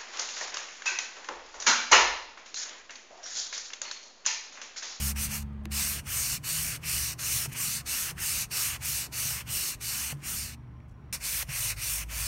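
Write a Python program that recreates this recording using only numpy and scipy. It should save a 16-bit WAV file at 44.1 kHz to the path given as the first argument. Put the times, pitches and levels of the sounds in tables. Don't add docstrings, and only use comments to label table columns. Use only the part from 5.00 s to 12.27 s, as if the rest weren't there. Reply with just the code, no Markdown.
import sys
import numpy as np
from scipy import signal
from scipy.fft import rfft, irfft
from scipy.io import wavfile
from scipy.ndimage import uniform_filter1d

SR = 44100
rng = np.random.default_rng(int(sys.argv[2]) if len(sys.argv) > 2 else 0)


def store_wav(level_fs):
    pcm = np.round(np.clip(np.atleast_2d(level_fs), -1, 1) * 32767)
    wavfile.write(sys.argv[1], SR, pcm.T.astype(np.int16))


def voltage_ratio(decibels):
    exponent = np.asarray(decibels, float) / 20
    return 10 ** exponent


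N = 320607
CUT_S = 6.1268


def evened(x):
    return x / np.sqrt(np.mean(x ** 2) + 1e-20)


def read(points, hz):
    f, value = np.transpose(points)
    return np.interp(np.log(hz + 1), np.log(f + 1), value)


def columns(rows):
    s, *cols = np.transpose(rows)
    t = np.arange(max(s[0], 0), s[-1], 1 / SR)
    return t[0], [np.interp(t, s, c) for c in cols]


def add(mix, s, sound):
    part = mix[round(max(s, 0) * SR):][:len(sound)]
    part += sound[:len(part)]


def resonate(x, hz, width):
    turn = np.exp(2j * np.pi * hz * np.arange(len(x)) / SR)
    r = np.exp(-np.pi * abs(width) / SR)
    return 2 * (turn * signal.lfilter([1 - r], [1, -r], x / turn)).real


def fuzzy_tone(count, hz, width):
    noise = rng.standard_normal(count)
    return evened(resonate(resonate(noise, hz, width), hz, width))


def coloured(x, colour_db, size, patchy_db, wide, long):
    hz, t, z = signal.stft(x, SR, nperseg=size)
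    patches = rng.standard_normal(z.shape[::-1]).T
    patches = uniform_filter1d(patches, int(wide), 0)
    patches = evened(uniform_filter1d(patches, int(long), 1))
    z = z * voltage_ratio(colour_db(hz[:, None], t) + patchy_db * patches)
    return signal.istft(z, SR, nperseg=size)[1][:N]


def band(x, lo_hz, hi_hz):
    hz = np.fft.rfftfreq(N, 1 / SR) + 1
    loss = (1 + (lo_hz / hz) ** 9) * (1 + (hz / hi_hz) ** 9)
    return irfft(rfft(x) / np.sqrt(loss), N)


def outdoors():
    # f/Hz, density/dB per Hz
    ambient = [(13, -46.5), (25, -34), (48, -1.5), (70, -3), (94, -5), (140, -7), (230, -15.5), (500, -30),
               (1100, -31), (2400, -41), (3600, -49), (4800, -56), (8000, -63), (15700, -72)]
    # t/s, rumble level/dB
    traffic = [(0, -46), (.6, -48), (1., -47.5), (4.699, -51.5), (6.101, -50), (6.4, -55), (7.27, -51.5)]
    # t/s, hiss level over the rumble/dB
    leaves = [(0, 6), (.55, 5), (1.1, 4), (5., 8.5), (5.9, 1), (6.4, 8.5), (7.27, 6.5)]
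    # f/Hz, width/Hz, level/dB
    whistles = [
        (70, 4, -52),
        (119.5, 2.5, -53),
        (143, 10, -56),
        (1044, 25, -73),
    ]

    def colour(hz, t):
        leaf_share = hz ** 2 / (hz ** 2 + 370.0 ** 2) / (1 + (hz / 7000.0) ** 4)
        return read(ambient, hz) + leaf_share * np.interp(t, *np.transpose(leaves))

    air = coloured(rng.standard_normal(N), colour, size=2048, patchy_db=2.0, wide=6, long=6)
    s, rumble_db = np.transpose(traffic)
    rumble = voltage_ratio(np.interp(np.arange(N) / SR, s, rumble_db))
    air = air / np.std(band(air, 69.1, 320.)) * rumble
    for hz, width, db in whistles:
        air = air + voltage_ratio(db) * fuzzy_tone(N, hz, width)
    return air


def engines():
    # t/s, firing f/Hz, first-order level/dB
    idle = [(0, 70, -31), (.12, 70.1, -32), (.33, 71.15, -40), (.76, 70.5, -37), (.84, 70.5, -47),
            (1.2, 70.74, -46), (1.3, 72.1, -59)]
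    # steady level/dB, fade start t/s, fade/dB per s
    idle_orders = [(-46.5, 0.77, 25), (-43.5, 0.76, 60)]
    # t/s, f/Hz, level/dB
    pull = [(6.13, 49.9, -49), (6.53, 50.2, -49), (6.64, 45.4, -47), (6.8, 50.4, -41.5), (6.855, 52.8, -58),
            (6.89, 54.3, -42), (7.27, 55.4, -37)]
    # loudest t/s, f/Hz, level/dB, swell/s, fade/s (time for 10 dB)
    drones = [
        (1.58, 157.5, -43.5, 0.14, 0.15),
        (1.86, 158.5, -48, .08, 0.31),
        (3.92, 226, -71, 0.23, 0.27),
        (5.45, 232, -55, 0.33, .35),
        (6.66, 102.5, -45, .1, 0.42),
        (7.22, 100.5, -44, .06, 0.23),
    ]
    out = np.zeros(N)
    for rows, orders in ((idle, idle_orders), (pull, [])):
        s, (hz, first_db) = columns(rows)
        turns, t = np.cumsum(hz) / SR, np.arange(len(hz)) / SR
        orders_db = [first_db] + [db - fade * np.maximum(t - at, 0) for db, at, fade in orders]
        tone = np.zeros(len(hz))
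        for k, db in enumerate(orders_db, 1):
            tone -= voltage_ratio(db + 1.5) * np.cos(2 * np.pi * k * turns)
        add(out, s, tone * signal.windows.tukey(len(hz), 500 / len(hz)))
    t = np.arange(N) / SR
    for s, hz, db, swell, fade in drones:
        down_db = 10 * np.where(t < s, (s - t) / swell, (t - s) / fade)
        out = out + voltage_ratio(db + 2.0 - down_db) * np.cos(2 * np.pi * hz * t)
    return out


def hand():
    # break-away t/s, slide/s, top scrape level/dB, top at share of slide/0-1, slowing before stop/dB
    rightward = [(0.718, 0.28, -34.4, 0.25, 12.2), (1.441, 0.324, -35.2, 0.2, 10.2),
                 (2.192, 0.268, -34.9, 0.37, 5.8), (2.864, 0.248, -35.4, 0.28, 9.7),
                 (3.514, 0.251, -33.3, 0.31, 15.8), (4.127, 0.289, -35.7, 0.33, 12.6),
                 (4.812, 0.311, -37.8, 0.25, 6.6)]
    leftward = [(1.067, 0.31, -35.9, 0.85, 11.3), (1.838, 0.296, -35.9, 0.7, 9.0),
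                (2.549, 0.264, -36.4, 0.76, 15.8), (3.184, 0.27, -35.7, 0.84, 14.6),
                (3.818, 0.249, -36.0, 0.64, 11.7), (4.477, 0.271, -36.8, 0.73, 11.2),
                (5.234, 0.311, -40.1, 0.42, 16.3)]
    far_right = [
        (6.208, 0.22, -36.9, 0.21, 2.6),
        (6.77, 0.265, -37.2, 0.26, 10.2),
    ]
    far_left = [
        (5.95, 0.218, -36.1, 0.86, 14.1),
        (6.493, 0.237, -36.0, 0.88, 12.0),
        (7.1, 0.302, -38.3, 0.71, 10.0),
    ]
    scrubs = [
        (-0.025, 0.145, -37.6, 0.83, 5.6),
        (0.162, 0.126, -37.5, 0.73, 13.9),
        (0.291, 0.137, -40.0, 0.5, 16.2),
        (2.483, 0.027, -58.7, 0.19, 4.2),
        (2.517, 0.023, -48.6, 1.0, 3.5),
    ]
    # start place, end place (0 left - 1 right), break-away under top/dB, rise bend, fall bend
    ways = [
        (.03, .88, 8.8, 2.23, 2.3),
        (.88, -.07, 14.9, 6.6, 2.28),
        (.02, .89, 15.3, 1.16, 3.9),
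        (.75, .02, 14, 3.9, 2.5),
        (1.04, .52, 9.2, 3.04, 1.08),
    ]
    # breaking loose/dB per s, sticking/dB per s
    grip = [(1910, 1210), (890, 1440), (1420, 1560), (1050, 780), (2030, 1640)]
    top, slow = np.full(N, -200.), np.zeros(N)
    ends, t = [], np.arange(N) / SR
    kinds = zip((rightward, leftward, far_right, far_left, scrubs), ways, grip)
    for rows, (first, last, break_db, rise, fall), (slip, stick) in kinds:
        for s, slide, db, share, fall_db in rows:
            on = slice(max(round((s - .06) * SR), 0), round((s + slide + .06) * SR))
            u = np.clip((t[on] - s) / slide, 0, 1)
            p = np.clip(share, .05, .95)
            lost = break_db * np.maximum(1 - u / p, 0) ** rise
            lost = lost + fall_db * np.maximum((u - p) / (1 - p), 0) ** fall
            held = db - slip * np.maximum(s - t[on], 0) - stick * np.maximum(t[on] - s - slide, 0)
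            louder = held - lost > top[on] - slow[on]
            top[on], slow[on] = np.where(louder, [held, lost], [top[on], slow[on]])
            ends += [(s, first), (s + slide, last)]
    return top, slow, np.interp(t, *np.transpose(sorted(ends)))


def sanding():
    # f/Hz, density/dB per Hz
    near_spectrum = [(240, -31), (400, -21), (890, -16.5), (1150, -11), (2000, -7.5), (2850, -2.5),
                     (3350, -6), (4460, -4), (6150, -1.5), (7510, -4.5), (8760, 0.5), (10200, -4),
                     (12100, -1.5), (15700, -4)]
    far_spectrum = [(240, -56), (400, -26), (519, -11.5), (836, -14.5), (960, -9), (1480, -6), (2410, 0),
                    (3710, -4.5), (4320, -5), (6060, -2), (7630, -5.5), (8900, 1), (10200, -3), (12300, -1),
                    (15700, -3)]
    # f/Hz, width/Hz, depth with pad left/dB, with pad right/dB
    notches = [
        (3230, 150, 16, 2),
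        (3750, 250, 0, 8),
        (4950, 130, 7, 5),
        (10350, 350, 4, 2),
        (4350, 500, -3, 2.5),
        (7800, 700, -2, 1),
        (11800, 800, -2, 1),
    ]
    # t/s, half length/s, board level/dB
    digs = [(.345, .035, 6.5), (0.413, .02, -8), (0.783, 0.044, 1), (2.448, 0.013, 1), (2.51, 0.028, 8.5),
            (2.72, 0.045, -1.5), (3.095, .025, 4), (4.43, .015, 6), (5.11, 0.022, 4), (6.422, .025, 4),
            (6.71, 0.041, 3.5), (7.2, 0.073, 2.5)]
    t = np.arange(N) / SR
    top, slow, pad = hand()

    size = voltage_ratio(2.5 * np.minimum(rng.exponential(1, N), 4)) * rng.choice([-1., 1.], N)
    catches = size * (rng.random(N) < 7000. / SR)
    judder = voltage_ratio(0.33 * evened(uniform_filter1d(rng.standard_normal(N), 300)))
    grit = judder * (0.71 * rng.standard_normal(N) + 0.49 * evened(catches))

    def colour(hz, frame_t):
        place = 0.28 + (1 - 0.28) * np.interp(frame_t, t, pad)
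        dips = 0
        for f, width, left_db, right_db in notches:
            depth_db = left_db + place * (right_db - left_db)
            dips = dips + depth_db * np.exp(-((hz - f) / width) ** 2)
        return np.where(frame_t < CUT_S, read(near_spectrum, hz), read(far_spectrum, hz)) - dips

    grit = coloured(grit, colour, size=1024, patchy_db=1.58, wide=14, long=6)
    layers = band(grit, 250., 2800.0), band(grit, 3600.0, 7300.0), band(grit, 7900.0, 15700.0)
    cut = round(CUT_S * SR)
    board, scrape, fine = (np.r_[evened(x[:cut]), evened(x[cut:])] for x in layers)

    touching = (t < 5.7) | (t >= CUT_S)
    creep = voltage_ratio(np.where(t < CUT_S, -75, -69))
    creep = creep * ((t < .43) | (t > .71)) * ((t < 5.5) | (t > CUT_S))

    board_db = -8.5 - 0.29 * slow + 3.5 * pad
    for s, half, db in digs:
        board_db = board_db + db * np.exp(-((t - s) / half) ** 2)
    scrape_db = -0.7 - slow
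    fine_db = -1 - 1.23 * slow + 4.5 * np.exp(-((pad - 0.69) / 0.31) ** 2)
    rubbed = (voltage_ratio(top + board_db) + creep) * board
    rubbed = rubbed + (voltage_ratio(top + scrape_db) + creep) * scrape
    rubbed = rubbed + (voltage_ratio(top + fine_db) + creep) * fine
    return touching * rubbed


def knocks():
    # t/s, peak level/dB, f/Hz, decay time t60/s
    thumps = [
        (1.159, -30, 128.7, 0.085),
        (1.339, -25.5, 135, 0.059),
        (1.515, -47, 140, 0.09),
        (2.473, -28.5, 137, 0.12),
        (3.121, -39, 141, 0.24),
        (3.815, -35, 101, 0.12),
        (4.248, -34.5, 149, 0.22),
        (5.122, -31, 141, 0.27),
        (6.485, -26.5, 136, 0.13),
    ]
    # t/s, peak level/dB, f/Hz, decay time t60/s
    set_down = [
        (0.656, -33, 326, 0.072),
    ]
    # t/s, peak level/dB, centre f/Hz, width/Hz, length/s
    ticks = [(.532, -66, 7000, 3000, .002), (.637, -62, 9000, 5000, .002), (.646, -63, 8000, 9000, .009),
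             (.6542, -38, 9000, 12000, .0022), (.6542, -28, 1300, 2500, .0035),
             (.664, -52, 1500, 3000, .003), (2.458, -38, 500, 900, .006), (3.114, -36, 400, 800, .006),
             (5.127, -36, 400, 800, .006), (6.428, -39, 600, 1000, .006), (5.143, -52, 7500, 2500, .003),
             (5.15, -54, 9000, 5000, .004), (5.17, -54, 2500, 3000, .003), (5.204, -52, 2500, 6000, .003),
             (5.801, -53, 2300, 700, .004), (5.802, -66, 6000, 6000, .002), (5.882, -72, 9000, 6000, .014),
             (5.892, -67, 6000, 4000, .01), (5.91, -70, 6500, 5000, .012), (5.924, -70, 10000, 4000, .002)]
    out, t = np.zeros(N), np.arange(8000) / SR
    for s, db, hz, t60 in thumps + set_down:
        ring = voltage_ratio(db - 60 * t / t60) * np.sin(2 * np.pi * hz * t)
        add(out, s, ring * np.minimum(t / 0.0096, 1))
    for s, db, hz, width, length in ticks:
        burst = fuzzy_tone(len(t), hz, width)
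        add(out, s, voltage_ratio(db - 4) * burst * np.exp(-(t / length) ** 2) * np.minimum(t / .001, 1))
    return out


def yard(x):
    t = np.arange(9000) / SR
    tail = rng.standard_normal(len(t)) * voltage_ratio(-60 * t / .35)
    return signal.fftconvolve(x, tail / np.linalg.norm(tail))[:N]


def insect():
    # f/Hz, width/Hz, level/dB, start t/s
    song = (5650, 300, -88, 4.5)
    hz, width, db, start = song
    throb = voltage_ratio(2.5 * evened(uniform_filter1d(rng.standard_normal(N), 900)))
    throb = throb * np.clip(np.arange(N) / SR - start, 0, 1)
    return voltage_ratio(db) * throb * fuzzy_tone(N, hz, width)


def scene():
    near = sanding() + knocks()
    echo = voltage_ratio(-32) * yard(near)
    self_noise = voltage_ratio(-88) * rng.standard_normal(N)
    mono = near + echo + engines() + outdoors() + insect() + self_noise
    return np.array([mono, mono])


def band_limit(x):
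    return signal.sosfilt(signal.butter(12, 17050, fs=SR, output="sos"), x)


def record(dry):
    low_pass = signal.firwin(1023, 15830, window=("kaiser", 9), fs=SR)
    limited = signal.oaconvolve(dry, low_pass[None], "same")
    return band_limit(limited)


dry = scene()
out = record(dry)
store_wav(out)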